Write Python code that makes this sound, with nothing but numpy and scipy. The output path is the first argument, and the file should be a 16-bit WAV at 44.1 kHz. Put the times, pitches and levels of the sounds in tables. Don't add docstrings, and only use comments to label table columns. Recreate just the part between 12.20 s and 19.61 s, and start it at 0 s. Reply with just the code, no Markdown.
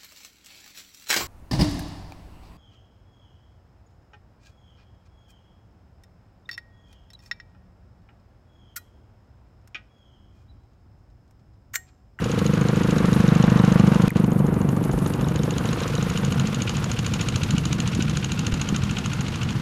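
import sys
import numpy as np
from scipy import signal
from scipy.fft import rfft, irfft, next_fast_len
from scipy.io import wavfile
from scipy.ndimage import map_coordinates

SR = 44100
rng = np.random.default_rng(int(sys.argv[2]) if len(sys.argv) > 2 else 0)


def persist_wave(psi):
    counts = np.round(np.clip(psi, -1, 1) * 32767).astype(np.int16)
    wavfile.write(sys.argv[1], SR, np.atleast_2d(counts).T)


N = 326781

# time_s, firings_per_s
CHUG_SPEED = [(0, 25.431), (.25, 25.294), (.7, 25.722), (.95, 25.208), (1.55, 25.138), (3.2, 23.75),
              (3.85, 23.912), (5.75, 23.68), (6.45, 22.387), (7.4, 22.198)]
# time_s, level_db
CHUG_LEVEL = [(0, -17), (.4, -12), (1, -7), (1.6, -4.5), (2.1, -9.5), (2.9, -18), (3.8, -19.5), (6, -37.5),
              (7.4, -27)]
# pitch_hz, level_db, swell_s
MUFFLER_TONES = [(67, -44, 0.024), (170.5, -4.5, 0.0046), (122.4, -20, 0.0093), (253, -16, 0.0054)]
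def unseen_engine():
    chug_db = curve(CHUG_LEVEL)
    puffs = firings(CHUG_SPEED, lead_s=0.0234, jitter_s=0.00028, scatter_db=-0.06)
    bounce_samples = int(0.00572 * SR)
    doubled = puffs + 0.74 * np.pad(puffs, (bounce_samples, 0))[:N]
    thump = played(doubled, ring(MUFFLER_TONES, sharpness=4))
    direct = amp(chug_db) * thump + tail_pipe(puffs) + rushing_gas(puffs, chug_db)
    return direct + amp(-36) * tree_line_echo(thump)


# pitch_hz, level_db, swell_s
LOW_PIPE_TONES = [(282.6, 0.5, 0.01), (378.6, -3, 0.00804)]
HIGH_PIPE_TONES = [(470.3, -0.5, 0.0064), (556, -16.5, 0.00593)]
# time_s, level_db
LOW_PIPE_LEVEL = [(0, -38.5), (.7, -32), (1.4, -43.5), (2.3, -32.5), (3.3, -36.5), (4.4, -48.5), (7.4, -57)]
HIGH_PIPE_LEVEL = [(0, -36), (1.6, -36), (2.9, -41), (3.9, -39.5), (4.5, -46.5), (7.4, -54)]
def tail_pipe(puffs):
    uneven = puffs * amp(0.74 * wobble(25))
    hum = amp(curve(LOW_PIPE_LEVEL)) * unit(played(uneven, ring(LOW_PIPE_TONES)))
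    ringing = amp(curve(HIGH_PIPE_LEVEL)) * unit(played(uneven, ring(HIGH_PIPE_TONES)))
    return ringing - hum


# pitch_hz, level_db
BARK_COLOUR = [(300, -5.5), (520, 0), (680, 0), (950, -2), (1200, -4.5), (1800, -49), (4000, -60)]
RASP_COLOUR = [(800, -10), (1100, 0), (1400, 1), (1750, -4.5), (2200, -9), (3000, -15), (8000, -49)]
# time_s, level_db
GAS_BARK_LEVEL = [(0, -45), (1, -40), (1.7, -34.5), (2.1, -39), (4.2, -45), (5.2, -49.5), (7.4, -50.5)]
def rushing_gas(puffs, chug_db):
    blast = played(puffs, swell(seconds(SR // 20), 0.0044, sharpness=2))
    flow = (1 + 0.5 * blast) * amp(1.65 * wobble(200) + 0.95 * wobble(18))
    bark = amp(curve(GAS_BARK_LEVEL)) * noise(BARK_COLOUR, flow * (1 + 0.29 * blast))
    rasp_db = -36 + 0.38 * chug_db - 5.5 * dullness()
    return bark + amp(rasp_db) * noise(RASP_COLOUR, flow)


# time_s, firings_per_s
DIESEL_SPEED = [(0.0, 13.514), (1.0, 13.511), (1.5, 13.479), (2.5, 13.403), (3.2, 13.49), (4.6, 13.489),
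                (5.6, 13.581), (6.5, 13.502), (7.4, 13.39)]
# time_s, level_db
KNOCK_LEVEL = [(0, -47.5), (1.8, -49.5), (3.6, -46.5), (4.8, -40.5), (6.3, -41), (7.4, -50)]
# pitch_hz, level_db
KNOCK_COLOUR = [(500, -23), (900, -7), (1400, 0.5), (1750, -12.5), (2300, -9), (2850, 5.5), (3400, -6),
                (4100, -1.5), (4900, -9), (5700, -7.5), (6300, -0.5), (6900, 3.5), (7700, -16),
                (9000, -14.5), (11000, -23.5), (15000, -40)]
# pitch_hz, level_db, swell_s
SILENCER_TONES = [(73, -5, 0.0083), (109, 0, 0.01197), (152, -4, 0.011), (199.9, -3, 0.023),
                  (244, -10.5, 0.022)]
def tractor():
    t, knock_db, dull = seconds(SR // 12), curve(KNOCK_LEVEL), dullness()
    burns = firings(DIESEL_SPEED, lead_s=0.0358, jitter_s=0.00016, scatter_db=1.5)
    blow = swell(t, 0.0048, sharpness=10) + 0.11 * swell(t, 0.013, sharpness=2)
    knock = amp(knock_db - 8 * dull) * noise(KNOCK_COLOUR, played(burns, blow))
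    metal = amp(-18.5 * dull) * metal_parts(burns, knock_db)
    puffs = firings(DIESEL_SPEED, lead_s=0.046, jitter_s=0.000067, scatter_db=1.2)
    beat = unit(played(puffs, ring(SILENCER_TONES)))
    beat_db = -35 + 0.47 * (knock_db - knock_db.max())
    return knock + metal + amp(beat_db) * beat


# pitch_hz, level_db, swell_s
BLOCK_TONES = [(1406, 4.5, 0.0082), (2400, 10, .004), (2850, -4, 0.0024), (3120, -10, 0.003),
               (6400, -6, 0.0037)]
# pitch_hz, level_db
VALVE_COLOUR = [(800, -22), (1200, -15), (1430, 5.5), (1750, -15), (2300, -3), (2750, 0.5), (3400, -5),
                (4500, -11.5), (7000, -19), (10000, -34)]
CLATTER_COLOUR = [(700, 1), (1400, -1), (1900, -2.5), (2700, 0.5), (3800, -3), (4800, -7), (6700, -9.5),
                  (8000, -16), (14000, -29)]
# time_s, level_db
VALVE_TAP_LEVEL = [(0, -55), (3, -52), (4.8, -46.5), (7.4, -45.5)]
def metal_parts(burns, knock_db):
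    t = seconds(SR // 12)
    block = amp(knock_db - 13.5) * unit(played(burns, ring(BLOCK_TONES)))
    taps = firings(DIESEL_SPEED, lead_s=0.0535, jitter_s=0.00022, scatter_db=2.5)
    valves = noise(VALVE_COLOUR, played(taps, swell(t, 0.0062, sharpness=2)))
    shaking = 1 + 0.35 * played(burns, swell(t, 0.0051, sharpness=1))
    clatter = noise(CLATTER_COLOUR, shaking * amp(2.5 * wobble(130)))
    return block + amp(curve(VALVE_TAP_LEVEL)) * valves + amp(-44.3) * clatter


# start_s, end_s, level_db, pitch_hz
CLINK_RUNS = [(.785, 1.391, -32, 3710), (3.043, 3.338, -35.5, 3600), (3.488, 3.779, -31, 3780)]
def steel_clinks(gap_s=0.149, swell_s=0.002):
    tones = [(1, -3.5), (1.07, -7), (1.5, -8)]  # pitch_ratio, offset_db
    clinks = []
    for start_s, end_s, db, hz in CLINK_RUNS:
        for s in np.linspace(start_s, end_s, round((end_s - start_s) / gap_s) + 1):
            clinks += [(s, db + offset_db, hz * ratio, swell_s) for ratio, offset_db in tones]
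    return blips(clinks)


def tree_line_echo(sound, fade_s=0.14, paths=5):
    t = seconds(SR // 2)
    fade = amp(-60 * t / fade_s)
    echoes = [played(sound, rng.standard_normal(len(t)) * fade) * wobble(6) for _ in range(paths)]
    return unit(sum(echoes))


# pitch_hz, level_db
HISS_COLOUR = [(2000, -6), (6000, -4), (7900, -3), (9300, 2), (11000, 2.5), (12500, -4), (15200, -25)]
FIZZ_COLOUR = [(10000, -12), (12000, 1), (13200, -5), (15200, -6)]
# time_s, change_db
BREEZE_CHANGE = [(0, 0), (3.6, 1.5), (5.7, -5), (7.4, -8)]
# middle_s, boost_db
STRAW_RUSTLES = [(.92, 5), (2.8, 3)]
def straw(rustle_width_s=0.17):
    t = seconds(N)
    rustle_db = sum(db * np.exp(-((t - s) / rustle_width_s) ** 2) for s, db in STRAW_RUSTLES)
    swish = amp(0.33 * wobble(25) + 3.3 * wobble(100))
    hiss = amp(-58 + rustle_db) * noise(HISS_COLOUR, swish)
    fizz = amp(-66 + 3 * dullness()) * noise(FIZZ_COLOUR, swish)
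    return amp(curve(BREEZE_CHANGE)) * (hiss + fizz)


# pitch_hz, level_db
RUMBLE_COLOUR = [(15, -27), (30, -20), (50, -10), (90, -2.5), (135, 3), (200, -3.5), (270, -10),
                 (400, -20.5), (700, -33.5)]
# time_s, level_db
FAR_RUMBLE_LEVEL = [(0, -31.5), (2.1, -29), (3.7, -30.5), (5.4, -30), (7.4, -30.5)]
# start_s, level_db, pitch_hz, swell_s
WIND_BUMPS = [(2.72, -27, 50.3, 0.032), (5.292, -16.5, 130, 0.0093), (5.328, -17.5, 130, 0.0091),
              (5.346, -13.5, 185, 0.0033), (5.79, -14, 238, 0.003), (5.853, -17.5, 149, 0.01),
              (6.325, -19, 60, 0.0075), (6.525, -15, 200, 0.0018)]
def rumble_and_wind():
    return amp(curve(FAR_RUMBLE_LEVEL)) * noise(RUMBLE_COLOUR) + blips(WIND_BUMPS)


def dullness(start_s=1.945, rise_s=0.15, hold_s=0.15, fall_s=1.36):
    corners_s = start_s + np.cumsum([0, rise_s, hold_s, fall_s])
    return np.interp(seconds(N), corners_s, [0, 1, 1, 0])


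def seconds(samples):
    return np.arange(samples) / SR


def amp(db):
    return 10 ** (np.asarray(db) / 20)


def unit(x):
    return x / np.sqrt(np.mean(x ** 2) + 1e-20)


def curve(rows):
    return np.interp(seconds(N), *np.transpose(rows))


def wobble(per_s):
    points = rng.standard_normal(int(N * per_s / SR) + 4)
    at = np.arange(0, N, SR // 2000)
    return np.interp(np.arange(N), at, map_coordinates(points, [at * per_s / SR]))


def filtered(x, gain_at):
    size = next_fast_len(N + SR // 2)
    return irfft(rfft(x, size) * gain_at(np.fft.rfftfreq(size, 1 / SR)), size)[:N]


def noise(colour, loudness=1):
    pitches, db = np.transpose(colour)
    gain_at = lambda hz: amp(np.interp(np.log(hz + 1), np.log(pitches), db, left=-120, right=-120))
    return unit(filtered(loudness * rng.standard_normal(N), gain_at))


def swell(t, swell_s, sharpness=3):
    progress = np.maximum(t, 0) / swell_s
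    return (progress * np.exp(1 - progress)) ** sharpness


def ring(tones, sharpness=2):
    t, sound = seconds(SR // 8), 0
    crest_s = tones[1][2]
    for hz, db, swell_s in tones:
        shape = swell(t, swell_s, sharpness)
        wave = np.cos(2 * np.pi * hz * (t - crest_s))
        sound = sound + amp(db) * shape * (wave - np.average(wave, weights=shape))
    return sound


def firings(speed, lead_s, jitter_s, scatter_db):
    cycles = np.cumsum(curve(speed)) / SR
    at = np.searchsorted(cycles, np.arange(1, int(cycles[-1]) + 1))
    timing, size = rng.standard_normal((len(at), 2)).T
    at = np.clip(at + SR * (jitter_s * timing - lead_s), 0, N - 1).astype(int)
    return np.bincount(at, amp(scatter_db * size), N)


def played(spikes, shape):
    return signal.oaconvolve(spikes, shape)[:N]


def blips(rows):
    sound, t = np.zeros(N + SR), seconds(SR // 4)
    for start_s, db, hz, swell_s in rows:
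        wave = np.cos(2 * np.pi * hz * (t - swell_s))
        sound[int(start_s * SR):][:len(t)] += amp(db) * swell(t, swell_s) * wave
    return sound[:N]


def scene():
    return (tractor() + unseen_engine() + steel_clinks() + straw() + rumble_and_wind())[None]


# time_s, gain_db
VOLUME = [(1.8815, 4), (1.883, -9.5), (1.95, -5.5), (1.958, 4)]
# start_s, level_db, pitch_hz, swell_s
DIP_CLICKS = [(1.8818, -13, 2500, 0.000035), (1.889, -33.5, 2430, 0.0041), (1.9045, -17, 11500, 0.000069),
              (1.9055, -22.5, 2020, 0.0012)]
def record(dry):
    top_hz, fade_hz = 15300, 300
    sound = dry[0] * amp(curve(VOLUME)) + blips(DIP_CLICKS)
    return filtered(sound, lambda hz: np.clip((top_hz - hz) / fade_hz, 0, 1))[None]


dry = scene()
out = record(dry)
persist_wave(out)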